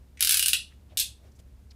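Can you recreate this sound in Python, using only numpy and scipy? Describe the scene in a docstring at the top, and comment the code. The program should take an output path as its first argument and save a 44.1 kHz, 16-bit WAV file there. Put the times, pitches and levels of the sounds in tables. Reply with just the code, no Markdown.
"""A craft knife clicks as its slider ratchets over thirteen notches and hits the end stop.
Then the blade is set with a sharp double click. Each click is a tiny rattle that makes the knife ring
and echoes off the desk and around a small room. Fingers brush the knife and press a cardboard box,
over a low hum and a faint hiss."""
import sys
import numpy as np
from scipy import signal
from scipy.fft import rfft, irfft
from scipy.io import wavfile
from scipy.ndimage import uniform_filter1d

SR = 44100
rng = np.random.default_rng(int(sys.argv[2]) if len(sys.argv) > 2 else 0)


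def waveform_to_disk(signal):
    """Save audio, clipped to [-1, 1], as 16-bit WAV at the path in sys.argv[1]."""
    frames = np.transpose(np.atleast_2d(signal))
    scaled = np.clip(frames, -1, 1) * 32767
    samples = np.round(scaled).astype(np.int16)
    wavfile.write(sys.argv[1], SR, samples)


N = 77175

# The slider's notches: (time [s], level on top of NOTCH_DB [dB], rattle decay [s],
# spring pitch [Hz], spring ring [dB], blade ring [dB], brightness [dB per octave])
NOTCHES = [(0.2073, -2.5, 0.0012, 11100, 11, -14, 0.5), (.2247, 1.5, 0.002, 11000, 7, -15.5, 0.5),
           (0.2477, -1.5, 0.0017, 12000, 2, -7, 2), (0.2728, 0, 0.00058, 10900, -3.5, -6.5, 0.5),
           (.2930, 1.5, 0.0016, 10700, 5, -17.5, 1.5), (0.3089, 1, 0.0013, 10900, 5.5, -9.5, 2),
           (0.322, 1.5, 0.0024, 9950, -3.5, -12, 1.5), (0.3429, 1.5, 0.0021, 10200, 5, -2, 0.5),
           (0.3715, -1, 0.0019, 10900, 7, -7, 2), (0.3944, 0, 0.0017, 9000, 3, 7, 1.5),
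           (.4262, -1.5, .0012, 9900, 7.5, 9.5, 0.5), (0.4597, -1.5, 0.00083, 9020, 9.5, 8, 1.5),
           (.4830, 0.5, 0.00084, 9800, 2.5, 4.5, 3)]
# The slider hits the stop; the catch bites: (time [s], level [dB], rattle decay [s])
STOP_HIT = (0.5321, 7.2, 0.0019)
CATCH_HIT = (0.99, 10.8, .0008)
# The blade's double click: (time [s], level [dB], rattle decay [s], direct sound [dB])
SET_CLICKS = [(0.9723, 1.5, .0015, -1), (0.9972, 3.5, .0012, -2)]
# Ticks of the loose slider: (time [s], level [dB], rattle decay [s], brightness [dB per octave])
TICKS = [(.1725, -20.5, .003, -1.5), (0.194, -12, .005, 0), (.7375, -37, 0.00078, 5)]
# Tone colour (how strong each pitch is) of each kind of click: (frequency [Hz], level [dB])
NOTCH_COLOUR = [(100, -45), (750, -39), (1100, -20.5), (1600, -2), (1950, -11), (2500, 0.5), (3600, .5),
                (4800, 1), (6900, -4.5), (8200, -1), (11500, -2), (12600, -4), (15300, -5.5)]
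STOP_COLOUR = [(100, -40.5), (800, -32), (1150, -22.5), (1600, -5.5), (2300, -9), (2700, 6.5), (4700, 1),
               (6800, -4.5), (7900, -2.5), (10400, 2), (12500, -6), (15300, -8)]
SET_COLOUR = [(100, -22), (900, -39), (1350, -26.5), (1620, -12.5), (1950, -15), (2500, -3), (3600, 3),
              (5000, -0.5), (7500, -0.5), (8300, 2), (10200, -0.5), (13000, 1), (15300, -6.5)]
CATCH_COLOUR = [(1000, -40), (4800, -15.5), (5900, 1.5), (6900, -5), (8000, -19), (15000, -28)]
TICK_COLOUR = [(100, -30.5), (1200, -22.5), (1700, -5.5), (2150, 6), (2900, -3.5), (4200, -8), (6200, -6),
               (7500, -11.5), (9000, -7.5), (10000, -18), (15000, -22.5)]
# Pitches at which the knife rings: (frequency [Hz], width [Hz], strength [dB])
STOP_RINGS = [(2580, 310, 7.2), (2900, 150, 2.8), (3110, 100, 8.8), (3755, 120, 2), (4135, 200, 1.97),
              (4730, 160, 7), (8000, 200, 5)]
SET_RINGS = [(3230, 120, -2), (3606, 140, 0), (3800, 280, 5)]
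# Finger and slider rubs: (time [s], length [s], level [dB], centre [Hz], width [octaves])
RUBS = [(0.7, 0.042, -64, 2050, 0.59), (0.891, 0.051, -66, 2984, 0.41), (0.913, 0.037, -59, 590, 0.26),
        (1.214, 0.096, -69, 2200, 1.28), (1.313, .016, -68.5, 5600, 0.31),
        (1.347, 0.034, -68.5, 6360, 0.43), (1.385, 0.026, -60.5, 4370, 0.95),
        (1.703, .02, -55.5, 4680, 0.27), (1.709, 0.018, -62.5, 2820, 0.68)]
# The hand presses the box: (time [s], length [s], level [dB])
PRESSES = [(0.902, 0.0395, -50), (0.94, 0.058, -53), (1.191, .14, -51), (1.383, 0.027, -51),
           (1.455, .02, -56.5)]
# Tone colour of the cardboard and of the room's air: (frequency [Hz], relative level [dB])
BOX_COLOUR = [(45, 1.5), (70, 19.5), (110, 5), (200, -0.5), (330, -3.5), (620, -5.5), (900, -17),
              (2000, -20), (8000, -50.5)]
AIR_COLOUR = [(20, -26.5), (37, -9.5), (52, -3.5), (70, -8), (95, -8), (120, -9), (145, -20), (200, -15.5),
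              (300, -23.5), (500, -28.5), (1060, -37.5), (3000, -42.5), (14700, -48.5), (16000, -56.5)]
# Echoes off the desk, box and screen: (delay [s], gain [ratio])
ECHOES = [(.0013, 0.16), (.0034, 0.29), (.0042, .2), (.0088, .16), (0.0101, 0.11)]
# How long the room rings: (frequency [Hz], time to fade by 60 dB [s])
ROOM_FADE = [(500, .24), (1500, 0.18), (3300, 0.24), (6000, 0.22), (10000, 0.21), (15000, 0.11)]

NOTCH_DB, RATTLE_RISE_S = 6.5, 0.00017
BLADE_HZ, BLADE_WIDTH_HZ, SPRING_WIDTH_HZ = 2883, 210, 650
NOTCH_ROOM_DB, STOP_ROOM_DB, SET_ROOM_DB = -0.5, 0, 3.5
ROOM_ONSET_S, LATE_DB, LATE_SPEED = 0.002, -35.5, 0.42  # the late ring fades at this share of the speed
HUM_HZ, HUM_DRIFT_HZ, HUM_DB, HUM_WAVER = 67.9, 2.1, -53.5, 0.15
AIR_DB, TREBLE_LIMIT_HZ = -55.5, 15620


def slider():
    """The spring snaps into each notch, ringing with the blade, until the slider hits the stop."""
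    out = np.zeros(N)
    for start, db, decay_s, spring_hz, spring_db, blade_db, bright_db in NOTCHES:
        rings = [(spring_hz, SPRING_WIDTH_HZ, spring_db), (BLADE_HZ, BLADE_WIDTH_HZ, blade_db)]
        click = gain(NOTCH_DB + db) * snap(NOTCH_COLOUR, rings, decay_s, bright_db)
        add(out, start, in_room(click, NOTCH_ROOM_DB))
    start, db, decay_s = STOP_HIT
    click = gain(db) * snap(STOP_COLOUR, STOP_RINGS, decay_s)
    add(out, start, in_room(click, STOP_ROOM_DB))
    return out


def blade_set():
    """The blade sets with two clicks; between them the catch bites, with no echo."""
    out = np.zeros(N)
    for start, db, decay_s, direct_db in SET_CLICKS:
        click = gain(db) * snap(SET_COLOUR, SET_RINGS, decay_s)
        add(out, start, in_room(click, SET_ROOM_DB, direct_db))
    start, db, decay_s = CATCH_HIT
    add(out, start, gain(db) * snap(CATCH_COLOUR, [], decay_s))
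    return out


def slider_ticks():
    """The loose slider ticks faintly in its track under the thumb."""
    out = np.zeros(N)
    for start, db, decay_s, bright_db in TICKS:
        click = gain(db) * snap(TICK_COLOUR, [], decay_s, bright_db)
        add(out, start, in_room(click, NOTCH_ROOM_DB))
    return out


def snap(colour, rings, decay_s, bright_db=0, size=4096):
    """One click: parts rattle together for an instant and make the knife's body ring."""
    t, hz = np.arange(size) / SR, np.fft.rfftfreq(size, 1 / SR)
    shape = (1 - np.exp(-t / RATTLE_RISE_S)) * np.exp(-t / decay_s)
    rattle = rfft(shape * rng.standard_normal(size))
    rattle /= np.sqrt(uniform_filter1d(abs(rattle) ** 2, size=44))  # even out chance peaks
    ring_power = 1 + sum(gain(db) ** 2 / (1 + (2 * (hz - f) / width) ** 2) for f, width, db in rings)
    octaves = np.log2(np.maximum(hz, 1000) / 6000)
    log_gain = np.log(gain(look_up(colour, hz) + bright_db * octaves) * np.sqrt(ring_power))
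    # A minimum-phase filter: the ringing comes after the hit, never before.
    mirrored = np.r_[log_gain, log_gain[-2:0:-1]]
    body = np.exp(np.conj(signal.hilbert(mirrored)))[:len(hz)]
    fade_out = np.hanning(2 * size)[size:]
    return irfft(rattle * body) * fade_out


def hands():
    """Fingers rub softly on the knife and tape, and push dully on the cardboard."""
    out = np.zeros(N)
    for start, length, db, centre_hz, width in RUBS:
        def band_db(hz):
            octaves = np.log2((hz + 1) / centre_hz)
            return -10 * np.log10(1 + (octaves / width) ** 4)
        add(out, start, gain(db) * swell(band_db, length))
    for start, length, db in PRESSES:
        add(out, start, gain(db) * swell(lambda hz: look_up(BOX_COLOUR, hz), length))
    return out


def swell(colour, length_s):
    """One rub or push: noise that rises and falls."""
    size = int(length_s * SR)
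    return np.hanning(size) ** 0.5 * unit_level(noise(colour, 16384)[:size])


def in_room(click, room_db, direct_db=0):
    """A click arrives directly, off nearby surfaces and from all around the room."""
    out = gain(room_db) * room_tail(click)
    add(out, 0, gain(direct_db) * click)
    for delay_s, strength in ECHOES:
        add(out, delay_s, strength * click)
    return out


def room_tail(click, size=22050):
    """A blur of echoes, new for each click. The top treble dies first; a faint ring lingers."""
    bounces = rng.choice([-1., 1.], size) * (rng.random(size) < 0.25)
    hz, t, bands = signal.stft(bounces, SR, nperseg=256)
    fade = gain(-60 * t / look_up(ROOM_FADE, hz)[:, None])
    late_ring = gain(LATE_DB) * fade ** LATE_SPEED
    _, tail = signal.istft(bands * (fade + late_ring), SR, nperseg=256)
    tail *= np.minimum(np.arange(len(tail)) / SR / ROOM_ONSET_S, 1) ** 2
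    return signal.fftconvolve(click, tail / np.linalg.norm(tail))


def hum():
    """A low tone that wavers slowly in pitch and loudness."""
    def slow_db(hz):
        return -20 * np.log10(1 + (hz / 9) ** 4)
    pitch_hz = HUM_HZ + HUM_DRIFT_HZ * noise(slow_db, N)
    loudness = 1 + HUM_WAVER * noise(slow_db, N)
    tone = np.sin(2 * np.pi * np.cumsum(pitch_hz) / SR)
    return gain(HUM_DB) * unit_level(loudness * tone)


def room_air():
    """The room's steady rumble and hiss."""
    return gain(AIR_DB) * noise(lambda hz: look_up(AIR_COLOUR, hz), N)


def noise(colour, size):
    """Noise shaped by colour, a function from Hz to dB."""
    hz = np.fft.rfftfreq(size, 1 / SR)
    spectrum = rfft(rng.standard_normal(size)) * gain(colour(hz))
    return unit_level(irfft(spectrum, size))


def gain(db):
    """Turns decibels into a multiplier."""
    return 10 ** (np.asarray(db) / 20)


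def unit_level(sound):
    """Scales a sound to an average (rms) level of one."""
    return sound / np.sqrt(np.mean(sound ** 2) + 1e-20)


def look_up(table, hz):
    """Reads between a table's rows, spacing pitches by octaves."""
    row_hz, values = np.transpose(table)
    return np.interp(np.log(hz + 1), np.log(row_hz + 1), values)


def add(mix, start_s, sound):
    """Mixes a sound in at the given time."""
    part = mix[max(round(start_s * SR), 0):][:len(sound)]
    part += sound[:len(part)]


def scene():
    """The knife, the hands and the background, in one channel."""
    knife = slider() + blade_set() + slider_ticks()
    return (knife + hands() + hum() + room_air())[None]


def record(dry):
    """Cuts off the very highest treble."""
    low_pass = signal.firwin(701, TREBLE_LIMIT_HZ, window=("kaiser", 8), fs=SR)
    return signal.oaconvolve(dry, low_pass[None], "same")


dry = scene()
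out = record(dry)
waveform_to_disk(out)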